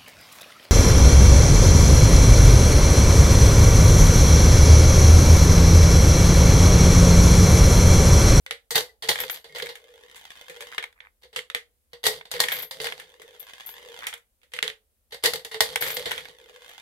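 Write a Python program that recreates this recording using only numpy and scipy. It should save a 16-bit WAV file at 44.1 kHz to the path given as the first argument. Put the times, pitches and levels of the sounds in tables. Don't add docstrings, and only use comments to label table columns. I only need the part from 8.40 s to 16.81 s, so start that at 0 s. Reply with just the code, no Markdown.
import sys
import numpy as np
from scipy import signal
from scipy.fft import rfft, irfft
from scipy.io import wavfile
from scipy.ndimage import uniform_filter1d

SR = 44100
rng = np.random.default_rng(int(sys.argv[2]) if len(sys.argv) > 2 else 0)


def transcribe(u):
    v = np.clip(np.atleast_2d(u).T, -1, 1)
    q = np.round(v * 32767).astype(np.int16)
    wavfile.write(sys.argv[1], SR, q)


N = 370881
BLOW_SIZE = 11025


def amp(db):
    return 10 ** (np.asarray(db) / 20)


def read(points, hz):
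    f, value = np.transpose(points)
    return np.interp(np.log(hz + 1), np.log(f + 1), value)


def unit(x):
    return x / np.sqrt(np.sum(x ** 2) / 2 + 1e-20)


def add(mix, start_s, sound):
    part = mix[:, max(round(start_s * SR), 0):][:, :sound.shape[1]]
    part += sound[:, :part.shape[1]]


def causal(x, db):
    log_gain = np.log(amp(db(abs(np.fft.fftfreq(1024, 1 / SR)))))
    taps = np.fft.ifft(np.exp(np.conj(signal.hilbert(log_gain)))).real
    return signal.oaconvolve(x, taps[None], axes=1)[:, :x.shape[1]]


def panned(x, left_db):
    return x * amp([[left_db / 2], [-left_db / 2]])


# pitch_hz, likeness (correlation, no unit)
PORT_LIKENESS = [(60, 0.7), (200, 0.64), (450, 0.93), (750, 0.25), (1300, -0.2), (2400, -0.03), (4500, 0)]


def pair(size):
    a, b = rfft(rng.standard_normal((2, size)))
    same = np.clip(read(PORT_LIKENESS, np.fft.rfftfreq(size, 1 / SR)), -1, 1)
    return irfft(np.array([a, same * a + np.sqrt(1 - same ** 2) * b]), size)


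def burst(decay_s, rise_s):
    t = np.arange(BLOW_SIZE) / SR
    return unit(pair(BLOW_SIZE) * np.exp(-t / decay_s) * (1 - np.exp(-t / rise_s)))


# pitch_hz, level_db
QUIET_COLOUR = [(15, -35.5), (25, -17.5), (64, -6), (145, -35.5), (212, -24.5), (242, -28), (344, -32.5),
                (516, -27.5), (840, -36.5), (3520, -37.5), (5730, -39), (11300, -32), (16000, -35.5)]
QUIET_DB = -71


def quiet():
    noise = irfft(rfft(pair(N)) * amp(read(QUIET_COLOUR, np.fft.rfftfreq(N, 1 / SR))), N)
    return amp(QUIET_DB) * np.sqrt(N) * unit(noise)


# pitch_hz, t60_s
ROOM_DECAY = [(150, 0.13), (500, 0.39), (2000, 0.18), (6000, 0.17), (14000, 0.15)]


def room(x, tail_db, wall_db, wall_s):
    hz, t, bands = signal.stft(pair(SR // 2), SR, nperseg=256)
    fading = bands * amp(-60 * t / read(ROOM_DECAY, hz)[:, None])
    tail = signal.istft(fading, SR, nperseg=256)[1]
    response = np.zeros((2, SR // 2))
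    add(response, .004, amp(tail_db) * unit(tail))
    add(response, wall_s, amp(wall_db) * burst(0.0036, 0.0001))
    return signal.oaconvolve(x, response, axes=1)[:, :N]


def ring(modes, scatter_db=4.0, detune=.008):
    t = np.arange(BLOW_SIZE) / SR
    hz, db, t60 = np.transpose(modes)[:, :, None]
    hz = hz * (1 + detune * rng.standard_normal(hz.shape))
    apart = np.arccos(np.clip(read(PORT_LIKENESS, hz), -1, 1)) * rng.standard_normal(hz.shape)
    phase = 2 * np.pi * rng.random(hz.shape) + np.array([0 * apart, apart])
    size = amp(db + scatter_db * rng.standard_normal(hz.shape))
    waves = np.exp((2j * np.pi * hz - np.log(1000) / t60) * t)
    return unit(((size * np.exp(1j * phase))[:, :, 0] @ waves).imag)


# pitch_hz, level_db, t60_s
HOLLOW_MODES = [(363, -10.5, 0.071), (417, -8.5, 0.12), (448, 0.5, 0.096), (465.9, -1.5, 0.14),
                (511.2, -1.5, .17), (472, 5, 0.14), (609.3, -6.5, .12)]
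# pitch_hz, level_db, t60_s
THUD_MODES = [(68, 0, 0.094), (105, -5, .1), (155, 1.5, 0.13), (178, -10.5, 0.06), (272, 0, 0.072)]


def boom(thud_db, swell_s=0.011):
    swell = 1 - np.exp(-np.arange(BLOW_SIZE) / SR / swell_s)
    hollow = unit(ring(HOLLOW_MODES, detune=.04) * swell)
    thud = unit(ring(THUD_MODES, detune=0.06) * swell)
    return hollow + amp(thud_db) * thud


PORT_LAG = 7


def direct(x, likeness=0.2):
    same = np.clip(likeness, 0, 1)
    late = np.pad(x[0], (PORT_LAG, 0))[:x.shape[1]]
    return unit(np.array([x[0], same * late + np.sqrt(1 - same ** 2) * x[1]]))


def crack(decay_s, tick_db=-3):
    tick = np.zeros((2, BLOW_SIZE))
    add(tick, .0006, np.eye(PORT_LAG + 1)[[0, PORT_LAG]])
    bluntness_db = 30 * np.log10(max(decay_s / .002, 1))
    return unit(direct(burst(decay_s, 0.00048)) + amp(tick_db - bluntness_db) * tick)


# pitch_hz, level_db
SHELL_MODES = [(855, -10.5), (1895, 5), (1945, -2.5), (2085, 5.5), (2910, -2.5), (3305, -3.5), (3660, 5),
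               (3970, -8), (4445, -1.5), (4613, -4.5), (4882, -7)]
SHELL_T60 = .17


def plastic(colour, ring_db, treble_db, crack_s, ring_s, modes_db):
    hz = np.arange(700, 11800, 20.)
    spot = np.c_[np.geomspace(700, 16000, 36), 1.6 * rng.standard_normal(36)]

    def tone(f):
        return read(colour, f) + read(spot, f)

    power, high = amp(tone(hz)) ** 2, hz > 5500
    lift_db = treble_db - 10 * np.log10(power[high].sum() / power[~high].sum())

    def hardness(f):
        return tone(f) + lift_db * read([(3500, 0), (7000, 1)], f)

    body = crack(crack_s) + amp(ring_db) * burst(ring_s, 0.0017)
    dense = causal(body, hardness) / np.sqrt(power[~high].sum() * 20 / (SR / 2))
    modes = ring([(f, db, SHELL_T60) for f, db in SHELL_MODES], detune=.008)
    return dense + amp(ring_db + modes_db) * modes


def blows(table, colour, crack_s, ring_s, modes_db, gain_db, thud_db):
    out = np.zeros((2, N))
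    for start_s, level_db, ring_db, treble_db, boom_db in table:
        shell = plastic(colour, ring_db, treble_db, crack_s, ring_s, modes_db)
        sound = shell + amp(boom_db) * boom(thud_db)
        add(out, start_s, amp(level_db + gain_db) * np.sqrt(.005 * SR) * sound)
    return out


def struck(table, treble_db, boom_db, boom_follow, treble_follow):
    return [(start_s, level_db, ring_db, treble_db + treble_follow * ring_db, boom_db + boom_follow * ring_db)
            for start_s, level_db, ring_db in table]


def rattle(runs, colour, per_s, uneven, spread_db, grit_db, ring_db, treble_db, gain_db, hollow_db, thud_db,
           count=6):
    out = np.zeros((2, N))
    spots = [plastic(colour, ring_db, treble_db, .0015, .022, -4) for _ in range(count)]
    booms = [boom(thud_db) for _ in range(count)]
    for rows in runs:
        s, rattle_db, rumble_db = np.transpose(rows)
        t = np.arange(s[0], s[-1], 1 / SR)
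        gaps, sizes = rng.standard_normal((400, 2)).T
        at = (np.cumsum(np.exp(uneven * gaps)) * SR / per_s).astype(int)
        inside = at < len(t)
        bumps = np.zeros(len(t))
        bumps[at[inside]] = amp(spread_db * np.clip(sizes, -2, 2))[inside]
        grit = rng.standard_normal(len(t)) * (rng.random(len(t)) < 900 / SR)
        force = bumps + amp(grit_db) * grit
        local_power = abs(uniform_filter1d(force ** 2, size=4000))
        force *= signal.windows.tukey(len(t), .03) / np.sqrt(local_power + 1e-12)
        spot = rng.integers(0, count, len(t))
        for k in range(count):
            for level_db, sound in ((rattle_db + gain_db, spots[k]), (rumble_db + hollow_db, booms[k])):
                drive = force * (spot == k) * amp(np.interp(t, s, level_db))
                add(out, s[0], signal.fftconvolve(drive[None], sound, axes=1))
    return out


def strokes(table, attack_s, sag_db_per_s, release_s, depth_db=18):
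    curves = []
    for start_s, length_s, rattle_db, rumble_db in table:
        t = np.linspace(0, length_s, 50)
        ends = np.maximum(1 - t / attack_s, 0) + np.maximum(1 - (length_s - t) / release_s, 0)
        shape_db = -sag_db_per_s * t - depth_db * ends
        curves.append(np.c_[start_s + t, rattle_db + shape_db, rumble_db + shape_db])
    return curves


# start_s, length_s, rattle_db, rumble_db (of the hollow base)
ROLLS = [(1.29, 1.075, -63, -56.5), (4.58, 1.066, -61.5, -54), (7.82, 0.71, -60.5, -55.5)]
START_LAPS_PER_S, GAIN_LAPS_PER_S2 = 0.96, 1.073
RATTLE_DB_PER_DOUBLING, RUMBLE_DB_PER_DOUBLING = 12, 7.5
BOOMY_LAP, LAP_DIP_DB = 0.26, 20.5
OPEN_SIDE_DB = 4.5


def descents():
    curves = []
    for start_s, length_s, rattle_db, rumble_db in ROLLS:
        t = np.linspace(0, length_s, 100)
        doublings = np.log2(START_LAPS_PER_S + GAIN_LAPS_PER_S2 * t)
        laps = START_LAPS_PER_S * t + GAIN_LAPS_PER_S2 * t ** 2 / 2
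        far_side = np.sin(np.pi * (laps - BOOMY_LAP)) ** 2
        rattle_curve = rattle_db + RATTLE_DB_PER_DOUBLING * doublings + OPEN_SIDE_DB * far_side
        rumble_curve = rumble_db + RUMBLE_DB_PER_DOUBLING * doublings - LAP_DIP_DB * far_side
        curves.append(np.c_[start_s + t, rattle_curve, rumble_curve])
    return curves


def circling(x):
    near_s, swing_s, sweep_s = .0010, .0010, .62
    n = np.arange(N)
    delay = near_s + swing_s * (1 + np.sin(2 * np.pi * n / SR / sweep_s)) / 2
    depth = np.array([[.72], [.4]])
    bright = causal(x, lambda f: read([(400, -14), (1000, 0)], f))
    echo = np.array([np.interp(n - delay * SR, n, side) for side in bright])
    return (x + depth * echo) / np.sqrt(1 + depth ** 2)


# pitch_hz, level_db
ROLL_COLOUR = [(40, -15), (250, -15.5), (500, -13.5), (700, -6), (950, -1.5), (1250, -8.5), (1700, 2.5),
               (2200, 1), (2700, -2), (3300, 2), (4500, -10.5), (6500, -11.5), (12000, -17), (16000, -22.5)]


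def ramp():
    rolling = rattle(descents(), ROLL_COLOUR, per_s=70, uneven=.42, spread_db=4.5, grit_db=-16.0,
                     ring_db=-5.0, treble_db=-11.0, gain_db=0, hollow_db=0.0, thud_db=-31.5)
    return circling(rolling)


# start_s, level_db (crack, before trim), ring_db (shell re crack), treble_db (re lower band), boom_db (re crack)
BALL_HITS = [(.7563, -24, -5, -13.5, -10), (.7887, -27, -1, -12, -12), (.8027, -24.5, -7, -7.5, -18),
             (.8366, -24.5, -21, -14, -6.5), (.8975, -22, -9.5, -10.5, -26), (.9434, -36.5, -1, -2.5, -21),
             (1.1835, -32.5, 2, -8, -14), (1.1988, -25.5, -10, -18, -12), (1.2681, -31.5, -18, -12, -15),
             (1.3539, -37, -2.5, -9, -20), (1.7575, -48.5, 9, -2, -10), (2.0967, -39.5, 4, -8, 5),
             (2.2065, -35, 4, -7.5, -3), (2.3377, -45, -13, -32, -23), (2.3806, -17, -9.5, -19.5, -21),
             (2.426, -31.5, 0.5, -16, -21), (2.439, -26, -23, -16, -22), (2.5263, -53, -12, -12, -21),
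             (2.6036, -38.5, -6.5, -25, -18.5), (2.648, -54, -4, -23, -14),
             (3.8108, -34.5, -21.5, -35, -26), (3.96, -35.5, 1, -23, 4), (4.0378, -17.5, -4.5, -12, -9),
             (4.0847, -20, -4, -11.5, -28), (4.1186, -23, 1.5, -13, -18), (4.137, -36, -10, -16, -21),
             (4.16, -40, 8, -16, 5.5), (4.469, -24.5, -8, -10, -23), (4.4863, -28, -23, -21, -17),
             (4.5222, -24.5, -25, -20, -18), (4.598, -34, -2.5, -10.5, -14), (4.8176, -39, -4, -8, -5),
             (5.0929, -45, -6, -13, -15), (5.187, -60, -7, -5, -15), (5.6397, -31.5, -2, -20, -19),
             (5.6681, -23, -2, -6, -23), (5.7275, -32.5, 2, -23, -16), (5.738, -33.5, -11, -3, -20),
             (5.777, -50.5, -4, -3, -16.5), (7.3578, -13.5, -9, -11, -15.5), (7.4231, -20, -0.5, -10, -8),
             (7.4635, -32, 7, -6.5, 1), (7.502, -33, 7.5, -7, -12), (7.595, -33.5, -13, -4, 3),
             (7.7095, -27.5, 5.5, -12, -28), (7.716, -20.5, -8, -13, -15), (7.7778, -30, 2.5, -13.5, -27),
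             (7.8541, -34.5, -13, -17, -26), (8.2922, -43, -10, -5.5, -14)]
# pitch_hz, level_db
BALL_COLOUR = [(40, -24), (250, -29), (500, -15.5), (850, -6.5), (1150, -8.5), (1750, 2.5), (2200, 4),
               (2700, -6.5), (3400, 0.5), (4600, -15.5), (5600, -15.5), (9000, -16.5), (13500, -23),
               (16000, -28)]
# start_s, length_s, rattle_db, rumble_db (both before trim)
JOSTLES = [(.775, .06, -37, -44.5), (1.21, 0.078, -43, -52), (3.93, 0.066, -44, -50),
           (4.09, .16, -40.5, -50), (7.44, 0.081, -38, -51), (7.66, .14, -44, -49)]
# start_s, length_s, rattle_db (before trim)
SETTLES = [(2.299, 0.062, -47.5), (2.55, 0.051, -62.5), (2.615, 0.081, -58), (5.608, 0.068, -45)]
# pitch_hz, level_db
TROUGH_COLOUR = [(40, -34), (500, -16), (900, 1), (1700, 11), (2300, 8.5), (3400, -17), (5000, -25),
                 (16000, -29)]
TROUGH_BOOM_DB = -25


def balls():
    hits = blows(BALL_HITS, BALL_COLOUR, crack_s=0.0034, ring_s=0.024, modes_db=-10.0, gain_db=-3.0, thud_db=-19)
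    jostle = rattle(strokes(JOSTLES, attack_s=.015, sag_db_per_s=27.5, release_s=.015), BALL_COLOUR,
                    per_s=70, uneven=.45, spread_db=3.5, grit_db=-13.5, ring_db=-7, treble_db=-9.5,
                    gain_db=1.5, hollow_db=-2.5, thud_db=-8)
    trough = [(start_s, length_s, db, db + TROUGH_BOOM_DB) for start_s, length_s, db in SETTLES]
    settle = rattle(strokes(trough, attack_s=.006, sag_db_per_s=21, release_s=0.011), TROUGH_COLOUR,
                    per_s=70, uneven=.4, spread_db=7, grit_db=-19.5, ring_db=-14, treble_db=-32,
                    gain_db=1, hollow_db=-6, thud_db=-23)
    return hits + jostle + settle


# start_s, level_db (crack, before trim), ring_db (shell re crack)
COIN_CLICKS = [(.0629, -30, -9), (.1093, -20, -6.5), (2.949, -53, 4), (2.9613, -24.5, 2),
               (2.9902, -26, -18), (3.1, -28.5, -12), (3.1478, -20, -4.5), (6.016, -63.5, -1),
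               (6.032, -57, 2.5), (6.119, -51.5, 1), (6.1361, -30.5, 0), (6.1645, -38.5, 2),
               (6.1884, -22, -24), (6.2268, -17, -4), (6.2643, -37, -11.5), (6.2782, -24.5, -4.5),
               (6.3002, -31, -14.5)]
# pitch_hz, level_db
COIN_COLOUR = [(40, -28.5), (250, -28), (500, -16), (1000, -13.5), (1500, -6.5), (2050, 3.5), (2550, -5.5),
               (3400, -1), (4600, -12), (5600, -18.5), (9000, -20.5), (13500, -28.5), (16000, -40.5)]


def coin():
    clicks = struck(COIN_CLICKS, treble_db=-10.0, boom_db=-8.0, boom_follow=1.0, treble_follow=0.42)
    return blows(clicks, COIN_COLOUR, crack_s=.0022, ring_s=0.025, modes_db=-9.5, gain_db=-2, thud_db=-20)


# start_s, length_s, level_db (first twang, before trim and a small random spread)
SPRING_SHIVERS = [(.354, .02, -28), (0.801, .02, -32), (0.906, .02, -35), (4.119, .12, -31.5),
                  (4.996, .02, -40.5), (5.261, .06, -38), (7.408, .14, -31.5)]
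JOLT_GAP_S = .034
REJOLT_DB = -5.5


def jolts():
    return [(start_s + after, level_db + REJOLT_DB * (after > 0) + rng.standard_normal())
            for start_s, length_s, level_db in SPRING_SHIVERS
            for after in np.arange(0, length_s, JOLT_GAP_S)]


# pitch_hz, level_db
SPRING_COLOUR = [(8000, -32.5), (11300, -18), (12000, -8.5), (12350, -16), (12720, -2.5), (13050, -10),
                 (13380, -9.5), (13800, -15.5), (15500, -25)]


def spring(gain_db, decay_s=0.017):
    out = np.zeros((2, N))
    singing = [(12690, 0, .2), (12790, -6, .16), (13365, -5, .16)]  # pitch_hz, level_db, t60_s
    for start_s, level_db in jolts():
        sizzle = unit(causal(burst(decay_s, .001), lambda f: read(SPRING_COLOUR, f)))
        twang = unit(sizzle + amp(-4) * ring(singing, detune=.0015))
        add(out, start_s, amp(level_db + gain_db) * np.sqrt(.02 * SR) * twang)
    return out


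# start_s, level_db
CREEP_HUMS = [(.489, -55.5), (1.092, -53), (1.122, -53)]


def hums(swell_s=.005, t60=.08):
    out = np.zeros((2, N))
    swell = 1 - np.exp(-np.arange(BLOW_SIZE) / SR / swell_s)
    near_2_khz = [(hz, db, t60) for hz, db in SHELL_MODES if 1700 < hz < 2300]
    for start_s, level_db in CREEP_HUMS:
        hum = unit(ring(near_2_khz, detune=.02) * swell)
        add(out, start_s, amp(level_db) * np.sqrt(.02 * SR) * hum)
    return out


# start_s, level_db (crack, before trim), ring_db (shell re crack), treble_db (re lower band), boom_db (re crack)
LEVER_CLACKS = [(.3068, -28, 5.5, -0.5, 0.5), (.3552, -15, 4.5, -7.5, -6.5), (.3791, -16, -6.5, -6.5, -8.5),
                (.406, -26.5, -15, -4, -3), (.6231, -33.5, 6, -7.5, -26), (.6868, -17, -13, -7.5, -1),
                (.6899, -14.5, 2, -6, -5.5), (.7139, -19, -5, -19.5, -25), (1.1584, -36, 8.5, -10.5, -3),
                (1.2222, -23.5, -4.5, -15.5, 0), (3.6392, -24.5, 3, -6.5, -4.5),
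                (3.6537, -25.5, 10.5, -6, 0.5), (3.6662, -13, -2.5, -3.5, -28), (3.6851, -25, -14, -25, 2),
                (3.8537, -40.5, -1.5, -13, -13), (3.9146, -25.5, -4, -2, -16),
                (4.0019, -11.5, -3, -4, -14.5), (4.3102, -30.5, 0.5, -6, -10.5), (4.415, -35, 2, 0.5, 4),
                (4.4429, -25, -2, -8.5, -15), (6.7437, -33, -4, -9, -8.5), (6.8375, -19.5, 3, -3.5, -3),
                (6.8579, -13, -3, -5, -6), (6.9352, -21, -6, -5.5, -5), (6.9572, -25.5, -6.5, -8, -25),
                (6.9941, -37, -6, -13, -6), (7.048, -29.5, -3.5, -5.5, -5.5),
                (7.2056, -10, -3.5, -4.5, -6.5), (7.412, -30, 1, -4, -3.5), (7.4351, -33, 1, -2, -1),
                (7.5678, -21.5, -6, -7, -3)]
# start_s, level_db (crack, before trim), ring_db (shell re crack)
HAND_KNOCKS = [(.3472, -32, 11), (.6331, -34, 6.5), (1.0426, -43.5, 6), (1.1489, -35.5, 4.5),
               (1.2891, -37, 7.5), (2.8336, -48, 4.5), (2.9293, -50, 7.5), (3.532, -37.5, -1.5),
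               (3.632, -38.5, 2), (3.908, -50.5, 9), (3.9385, -28, 1.5), (3.993, -33, 7),
               (4.401, -28.5, 1.5), (4.4544, -29, 5.5), (6.7217, -40, 10), (6.847, -27, 12.5),
               (7.1138, -45.5, 16.5), (7.1433, -28.5, 1.5), (7.6571, -27.5, 5.5)]
# start_s, length_s, rattle_db (scrape), rumble_db (hollow base), both before trim
LEVER_SLIDES = [(.63, 0.09, -36, -40), (.76, .26, -32.5, -48), (1.06, 0.15, -50, -49),
                (2.815, 0.045, -45, -60), (3.515, 0.031, -41, -53), (3.71, 0.11, -37.5, -44),
                (4.07, 0.2, -30, -42.5), (4.32, 0.11, -44, -48.5), (4.39, 0.29, -37, -43.5),
                (6.705, 0.044, -41, -51), (6.82, 0.046, -28, -43), (6.88, 0.12, -40, -37.5),
                (7.22, 0.16, -33, -39), (7.40, 0.28, -28, -37.5), (7.64, 0.29, -35, -42)]
# pitch_hz, level_db
LEVER_COLOUR = [(40, -23.5), (150, -12), (240, -23), (480, -7), (850, -2), (1300, -8.5), (1950, 1.5),
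                (2500, -9), (3300, -0.5), (4500, 1.5), (5500, -6.5), (9000, -8), (13500, -11),
                (16000, -22.5)]


def lever():
    clacks = blows(LEVER_CLACKS, LEVER_COLOUR, crack_s=.0042, ring_s=0.028, modes_db=-3.5, gain_db=-3.5,
                   thud_db=-21)
    bumps = struck(HAND_KNOCKS, treble_db=-13.5, boom_db=1, boom_follow=.3, treble_follow=.15)
    knocks = blows(bumps, LEVER_COLOUR, crack_s=0.0026, ring_s=.026, modes_db=-5.5, gain_db=-2.5, thud_db=-23.5)
    slide = rattle(strokes(LEVER_SLIDES, attack_s=0.019, sag_db_per_s=43, release_s=.04), LEVER_COLOUR,
                   per_s=90, uneven=.6, spread_db=4.5, grit_db=-10.5, ring_db=-5.5, treble_db=-10,
                   gain_db=-6.5, hollow_db=-4, thud_db=-12.5)
    return clacks + knocks + slide + hums() + spring(gain_db=1.5)


# pitch_hz, level_db (left minus right)
PORT_BALANCE = [(60, 3.5), (150, 6.5), (400, 0.5), (550, 2.5), (850, -3.5), (1300, -1.5), (1950, 4.5),
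                (2500, -5), (3300, -6), (4500, 5.5), (6000, 2.5), (9000, 8.5), (14000, 11.5)]


def ports(x):
    left = causal(x[:1], lambda f: read(PORT_BALANCE, f) / 2)
    right = causal(x[1:], lambda f: -read(PORT_BALANCE, f) / 2)
    return np.vstack([left, right])


def scene():
    toy = panned(ramp(), left_db=-0.5) + panned(balls(), left_db=-1.0)
    toy += panned(coin(), left_db=-2.0) + panned(lever(), left_db=-2.0)
    heard = toy + room(toy, tail_db=-19.0, wall_db=-15.5, wall_s=.014)
    return quiet() + ports(heard)


EDGE_HZ = 15850


def record(dry):
    rounded = dry / (1 + (dry / .9) ** 4) ** .25
    lowpass = signal.firwin(255, EDGE_HZ, window=("kaiser", 9), fs=SR)
    return signal.oaconvolve(rounded, lowpass[None], "same")


dry = scene()
out = record(dry)
transcribe(out)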